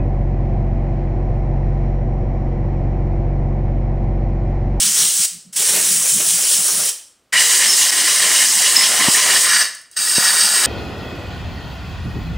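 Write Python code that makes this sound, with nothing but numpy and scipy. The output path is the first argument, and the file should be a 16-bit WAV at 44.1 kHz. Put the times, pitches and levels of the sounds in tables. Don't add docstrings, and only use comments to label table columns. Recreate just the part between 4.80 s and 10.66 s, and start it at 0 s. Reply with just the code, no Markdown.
import sys
import numpy as np
from scipy import signal
from scipy.fft import rfft, irfft, next_fast_len
from scipy.io import wavfile
from scipy.ndimage import map_coordinates

SR = 44100
rng = np.random.default_rng(int(sys.argv[2]) if len(sys.argv) > 2 else 0)


def transcribe(signal):
    frames = np.atleast_2d(signal).T
    limited = np.clip(frames, -1, 1)
    pcm = np.round(limited * 32767).astype(np.int16)
    wavfile.write(sys.argv[1], SR, pcm)


N = 258426
TIME = np.arange(N) / SR

HISS_BAND_HZ, RUSH_BAND_HZ, FULL_BAND_HZ = (6500, 11000), (350, 1300), (30, 15000)
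# (frequency [Hz], density [dB])
FREE_HISS = [(1500, -35.5), (3000, -22.5), (4900, -12), (5400, -5.5), (6700, -2), (8200, 1.5), (10000, 0.5),
             (11300, -12.5), (12100, -11.5), (13700, -16), (15500, -8.5)]


def from_db(db):
    return 10 ** (np.asarray(db) / 20)


def in_time(curve):
    times_s, values = np.transpose(curve)
    return np.interp(TIME, np.sort(times_s), values)


def at_hz(curve, hz):
    knots_hz, values = np.transpose(curve)
    return np.interp(np.log(np.maximum(hz, 1)), np.log(knots_hz), values)


def swell(centre_s, half_length_s):
    return np.exp(-.5 * np.minimum(((TIME - centre_s) / half_length_s) ** 2, 100))


def drift(rate_hz):
    hop, settle = 40, 2000
    pole = np.exp(-2 * np.pi * rate_hz * hop / SR)
    white = rng.standard_normal(N // hop + settle + 2)
    slow = signal.lfilter([1], [1, -2 * pole, pole * pole], white)[settle:]
    return np.interp(np.arange(N) / hop, np.arange(len(slow)), slow / slow.std())


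def flutter(rate_hz, depth_db):
    return from_db(depth_db * drift(rate_hz))


def filtered(x, gain_at):
    size = next_fast_len(N + SR // 20, real=True)
    return irfft(rfft(x, size) * gain_at(np.fft.rfftfreq(size, 1 / SR)), size)[..., :N]


def noise(gain_at, band_hz):
    power = np.sum(gain_at(np.arange(*band_hz)) ** 2) / (SR // 2)
    return filtered(rng.standard_normal(N), gain_at) / np.sqrt(power)


def turbulence(spectrum, band_hz):
    return noise(lambda hz: from_db(at_hz(spectrum, hz)), band_hz)


def swaying(x, spread_s):
    delay = spread_s * SR * drift(rate_hz=4.006)
    return map_coordinates(x, [np.arange(N) - delay], order=3, mode="mirror")


def glancing(x, echo, lag_s=0.000345):
    lag = lag_s * SR * flutter(rate_hz=5.2, depth_db=3)
    reflection = np.interp(np.arange(N) - lag, np.arange(N), x, left=0)
    return (x + echo * reflection) / np.sqrt(1 + echo ** 2)


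def shop_air():
    # (frequency [Hz], density [dB])
    spectrum = [(18, -24), (30, -2), (76, -2), (125, -2), (629, -2), (928, -9.5), (1300, -4.5),
                (1780, -9.5), (4000, -12), (15000, -24)]
    return from_db(-64) * turbulence(spectrum, FULL_BAND_HZ)


def workshop(x, wet_db=-5.5):
    # (frequency [Hz], t60 [s])
    decay_times = [(200, 0.47), (1000, 0.48), (3000, 0.49), (7500, 0.42), (14000, 0.35)]
    age_s = np.arange(SR // 2) / SR
    hz = np.fft.rfftfreq(len(age_s), 1 / SR)
    white = rfft(rng.standard_normal(len(age_s)))
    impulse = 0
    for centre_hz, t60_s in decay_times:
        band = at_hz([(knot_hz, knot_hz == centre_hz) for knot_hz, _ in decay_times], hz)
        decay = from_db(-60 * age_s / t60_s) * (age_s > .002)
        impulse += irfft(white * band, len(age_s)) * decay / np.sqrt(np.sum(decay ** 2))
    reflections = swaying(signal.fftconvolve(x, impulse)[:N], spread_s=.00008)
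    wet = from_db(wet_db)
    return (x + wet * reflections) / np.sqrt(1 + wet ** 2)


def eddies():
    # (time [s], peak [dB], half length [s])
    gusts = [(.07, -37.5, 0.037), (.22, -40, 0.038), (0.399, -41.5, .018), (.56, -45, .022),
             (.68, -48, .02), (.79, -47, 0.027), (.95, -39, 0.048), (1.16, -36.5, .05), (1.37, -32, 0.036),
             (1.54, -41.5, .05), (1.79, -40, .025), (2.0, -40.5, .04)]
    # (frequency [Hz], density [dB])
    buffet = [(30, -26), (90, -27), (135, -8), (180, 1), (230, -7.5), (320, -20), (700, -47)]
    envelope = sum(from_db(db) * swell(at_s, half_s) for at_s, db, half_s in gusts)
    return envelope * turbulence(buffet, band_hz=(110, 260)) * flutter(rate_hz=12, depth_db=1)


def puffs(t60_s=0.017):
    # (time [s], relative level [dB], pitch [Hz], splash share)
    slugs = [(4.283, -5, 210, 0.48), (5.382, -13.5, 191, 0.88)]
    splash = turbulence([(100, 5), (500, -3), (1000, -3), (2500, -38)], FULL_BAND_HZ)
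    thumps = np.zeros(N)
    for at_s, db, hz, share in slugs:
        age_s = np.clip(TIME - at_s, 0, 1)
        envelope = from_db(db + 3.5 - 60 * age_s / t60_s)
        thumps += envelope * (np.sin(2 * np.pi * hz * age_s) + share * splash * (age_s > 0))
    return signal.sosfilt(signal.butter(2, 135, "high", fs=SR, output="sos"), thumps)


def ticks(t60_s=0.045):
    # (time [s], relative level [dB])
    strikes = [(.772, -10), (4.949, -23), (5.013, -34), (5.113, -33), (5.2, -14)]
    envelope = sum(from_db(db - 60 * np.clip(TIME - at_s, 0, 1) / t60_s) * (TIME >= at_s)
                   for at_s, db in strikes)
    return .5 * envelope * turbulence(FREE_HISS, FULL_BAND_HZ)


def squeals():
    # (time [s], pitch [Hz], relative level [dB], half length [s])
    edge_tones = [(2.574, 1970, -17, 0.014), (2.575, 2914, -12, 0.011), (2.874, 5130, -19, 0.0067),
                  (2.9, 5280, -11.5, 0.01), (2.937, 5180, -18, 0.012), (3.093, 5300, -11, 0.0034),
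                  (3.969, 5170, -0.5, 0.0026), (3.98, 5200, -23, .006), (4.003, 5090, -13, .016),
                  (4.037, 5300, -10, 0.0057), (4.352, 1847, -10.5, 0.0038)]
    wavering_s = np.cumsum(flutter(rate_hz=150, depth_db=.09)) / SR
    tones = sum(from_db(db) * swell(at_s, half_s) * np.sin(2 * np.pi * hz * wavering_s)
                for at_s, hz, db, half_s in edge_tones)
    return from_db(-0.5) * tones * flutter(rate_hz=250, depth_db=3)


def valve(onset_s=.007):
    # (start [s], end of the rise [s], let go [s], leak [dB], 60 dB rise [s], 60 dB fall [s])
    blasts = [(-.1, -0.1065, .457, -20, .03, 0.01), (.725, 0.7644, 2.098, -15, .04, 0.0855),
              (2.523, 2.5, 4.819, -50, 0.1, 0.21), (5.113, 5.168, 5.905, -28, 0.02, .06)]
    flow = np.zeros(N)
    for start_s, rise_end_s, let_go_s, leak_db, rise_s, fall_s in blasts:
        onset = np.clip((TIME - start_s) / onset_s, 0, 1)
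        rise_db = np.clip(60 * (TIME - rise_end_s) / rise_s, leak_db, 0)
        fall_db = -60 * np.clip((TIME - let_go_s) / fall_s, 0, 2)
        flow += from_db(rise_db + fall_db) * onset
    return flow


def free_jet():
    # (time [s], level [dB])
    facing = [
        [(0.0, -15.5), (0.06, -15.0), (0.12, -18.5), (0.2, -14.5), (0.34, -19.0), (0.43, -15.5), (0.45, -16.5)],
        [(0.77, -17.0), (0.79, -18.5), (0.87, -15.5), (0.97, -18.5), (1.12, -14.5), (1.21, -18.5), (1.3, -15.0),
         (1.43, -18.5), (1.49, -15.0), (1.61, -18.5), (1.74, -14), (1.81, -18.5), (1.87, -16.0), (1.91, -18.5),
         (2.09, -18.5)],
    ]
    # (frequency [Hz], density [dB])
    raised_spectrum = [(1500, -38), (3000, -17), (4900, -10), (5350, -5.5), (6200, -2.5), (7200, -2.5),
                       (8400, 2), (9900, -3), (11500, -13), (14000, -16.5), (15600, -8.5)]
    # (time [s], level [dB])
    body_spectrum = [(500, -27.5), (1200, -10), (1700, -5), (2600, -4), (3050, 3), (3500, -.5), (4700, 0),
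                     (5600, 5), (8000, -19)]
    body_levels = [(0, -27.5), (.25, -27.5), (.45, -30.5), (.8, -26.5), (1.1, -31.5), (1.4, -33),
                   (1.65, -27), (1.75, -32.5), (2.09, -26)]
    # (time [s], level [dB])
    rush_spectrum = [(30, -48), (100, -21), (220, -6), (450, 4), (800, 1.5), (1150, 2.5), (1700, 3.5),
                     (3000, 3.5), (8000, 1)]
    rush_levels = [(.77, -42.5), (.9, -36.5), (.95, -29), (1.01, -34.5), (1.14, -45.5), (1.24, -36.5),
                   (1.32, -46), (1.43, -37.5), (1.5, -47.5), (1.6, -39), (1.73, -43), (1.89, -37),
                   (1.95, -45), (2.03, -36), (2.09, -43.5)]

    facing = np.vstack(facing)
    hiss_db = in_time(facing)
    swing_db = hiss_db - facing[:, 1].mean()
    raised = TIME < .6
    hiss = np.where(raised, turbulence(raised_spectrum, HISS_BAND_HZ),
                    turbulence(FREE_HISS, HISS_BAND_HZ))
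    hiss *= from_db(hiss_db + 0.04)
    body_db = in_time(body_levels) + 2.1 * swing_db
    body = from_db(body_db) * turbulence(body_spectrum, band_hz=(2500, 5000))
    rush_db = np.where(raised, swing_db - 49, in_time(rush_levels) - 0.8)
    rush = glancing(turbulence(rush_spectrum, RUSH_BAND_HZ), echo=0.47, lag_s=0.0028)
    rush *= from_db(rush_db) * flutter(rate_hz=25, depth_db=2.4)
    return glancing(hiss + body + rush, echo=0.18) * flutter(rate_hz=130, depth_db=1)


def tilted(across, down, tilt):
    return np.sqrt(1 - tilt) * across + np.sqrt(tilt) * down


def plate_splash(tilt, swing_db):
    # (frequency [Hz], density [dB])
    across_spectrum = [(1500, -37), (3600, -14), (5500, -4), (7500, -1.5), (8600, 0.5), (9900, -4.5),
                       (11400, -13.5), (13700, -16.5), (15600, -14)]
    down_spectrum = [(1500, -34), (3600, -7.5), (5500, -13), (7400, -1), (8500, 4), (9900, -3.5),
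                     (11300, -9), (13300, -12), (15300, -8)]
    # (frequency [Hz], density [dB])
    rush_spectrum = [(30, -25), (100, -17.5), (190, -1.5), (290, 0.5), (450, 0.5), (800, 2), (1150, 5),
                     (1700, 0), (3000, 0), (8000, -12.5)]
    # (time [s], level [dB])
    hiss_levels = [
        [(2.56, -20.5), (2.61, -14), (2.65, -17.0), (2.74, -14), (2.81, -16.5), (2.96, -15.5), (2.99, -13.0),
         (3.14, -19.5), (3.2, -16.0), (3.23, -19), (3.26, -16.0), (3.48, -17.0), (3.55, -14.5), (4.26, -18.0),
         (4.33, -13.5), (4.42, -17.5), (4.64, -14.5), (4.67, -19.5), (4.75, -16), (4.81, -19)],
        [(5.18, -23), (5.21, -18.5), (5.43, -15), (5.85, -16.5)],
    ]
    rush_levels = [
        [(2.56, -35), (3.31, -32.5), (3.38, -37), (3.41, -29), (3.7, -36), (4.27, -26.5), (4.34, -32.5),
         (4.53, -26.5), (4.63, -37), (4.67, -32), (4.7, -35.5), (4.81, -36)],
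        [(5.18, -38), (5.32, -37.5), (5.41, -31.5), (5.62, -34.5), (5.85, -30)],
    ]

    across = glancing(turbulence(across_spectrum, HISS_BAND_HZ), echo=0.26)
    down = from_db(-4) * turbulence(down_spectrum, HISS_BAND_HZ)
    hiss = from_db(in_time(np.vstack(hiss_levels)) + 0.13) * tilted(across, down, tilt)
    rush_db = in_time(np.vstack(rush_levels)) + 0.19 * swing_db - 1.24
    rush = glancing(turbulence(rush_spectrum, RUSH_BAND_HZ), echo=0.58, lag_s=0.002007)
    rush *= from_db(rush_db) * flutter(rate_hz=46, depth_db=1.5)
    return hiss + rush


def howl(modes, band_hz):
    def response(hz):
        peaks = (from_db(db) / (1 + ((hz - centre_hz) / width_hz) ** 2)
                 for centre_hz, width_hz, db in modes)
        return np.sqrt(sum(peak ** 2 for peak in peaks))
    return noise(response, band_hz)


def hole(tilt, drive_db, swing_db):
    # (frequency [Hz], half width [Hz], level [dB])
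    across_low = [(1030, 49, -9), (1786, 160, -2.5), (2004, 134, 1), (2377, 80, -4.5)]
    across_high = [(2918, 160, 2), (3145, 340, -1), (3950, 280, -1.5), (4620, 220, -2.5), (5130, 280, -0.5),
                   (6000, 90, 0), (8470, 240, -6)]
    down_low = [(1237, 160, -11.5), (1457, 120, -4.5), (1720, 39, 3), (1890, 56, -0.5), (2330, 54, -6.5)]
    down_high = [(2770, 120, -5), (3270, 100, -8), (3836, 53, 1.5), (4770, 290, 3), (5330, 85, 2),
                 (5600, 74, -2.5), (6030, 42, 2.5), (6410, 60, 0.5), (6700, 70, -1.5), (8390, 200, 5.5),
                 (8670, 150, 2), (9730, 80, -4)]

    low_band_hz, high_band_hz = (1600, 2200), (2700, 5000)
    low = tilted(howl(across_low, low_band_hz), howl(down_low, low_band_hz), tilt)
    low *= from_db(drive_db - .8) * flutter(rate_hz=87, depth_db=2.5)
    high_db = -22.5 + 0.49 * swing_db + 0.8 * tilt
    high = tilted(howl(across_high, high_band_hz), howl(down_high, high_band_hz), tilt)
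    high *= from_db(high_db) * flutter(rate_hz=24, depth_db=2.05)
    return swaying(low + high, spread_s=.00025)


def plate_jet():
    # (time [s], tilt [0 across - 1 down])
    angles = [(2.5, 0.053), (4.2, 0.066), (4.58, 0.11), (4.7, 0.61), (5.2, 0.96), (5.86, 0.81)]
    # (time [s], level [dB])
    drive = [
        [(2.56, -18.5), (2.69, -28.5), (2.75, -20.5), (2.78, -31), (2.82, -21), (2.97, -33.0), (3.01, -22),
         (3.04, -28.0), (3.33, -25), (3.37, -28), (3.42, -23.5), (3.61, -24.5), (3.75, -33.5), (3.77, -28),
         (3.88, -23.5), (3.9, -26.5), (4.05, -22.5), (4.07, -28.5), (4.24, -20), (4.31, -32), (4.36, -20),
         (4.38, -24), (4.56, -20.5), (4.61, -35), (4.66, -19), (4.81, -21.5)],
        [(5.18, -32.5), (5.33, -32), (5.47, -22.5), (5.68, -29), (5.85, -21.5)],
    ]

    drive = np.vstack(drive)
    tremor_db = 0.82 * drift(rate_hz=11)
    drive_db = in_time(drive) + tremor_db
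    swing_db = drive_db - drive[:, 1].mean()
    tilt = in_time(angles)
    sound = plate_splash(tilt, swing_db) + hole(tilt, drive_db, swing_db)
    return sound * flutter(rate_hz=180, depth_db=0.6)


def jet():
    on_plate = TIME > 2.4
    return valve() * np.where(on_plate, plate_jet(), free_jet())


def between_ports():
    # (frequency [Hz], side minus mid [dB])
    width = [(60, -10), (400, -11.5), (750, -12), (1400, -19.5), (2800, -30.5), (5500, -25), (8500, -20.5),
             (12300, -20.5), (13000, -6.5), (15500, -8)]
    return filtered(workshop(jet()) + eddies(), lambda hz: from_db(at_hz(width, hz)))


def scene():
    blasts = workshop(jet() + squeals() + ticks())
    mid = blasts + shop_air() + eddies() + puffs()
    side = between_ports()
    return np.array([mid + side, mid - side]) * from_db([[-.1], [.1]])


def record(dry):
    low_cut_hz, high_cut_hz, ceiling = 36, 15750, .95
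    dip_at_s, dip_db, recovery_s = 3.1085, -15, .005
    dip = np.exp(-np.clip(TIME - dip_at_s, 0, 1) / recovery_s) * (TIME > dip_at_s)
    x = signal.sosfilt(signal.butter(1, low_cut_hz, "high", fs=SR, output="sos"), dry)
    x *= from_db(dip_db * dip)
    rounded = x / (1 + (x / ceiling) ** 4) ** (1 / 4)
    return filtered(rounded, lambda hz: 1 / np.sqrt(1 + (hz / high_cut_hz) ** 400))


dry = scene()
out = record(dry)
transcribe(out)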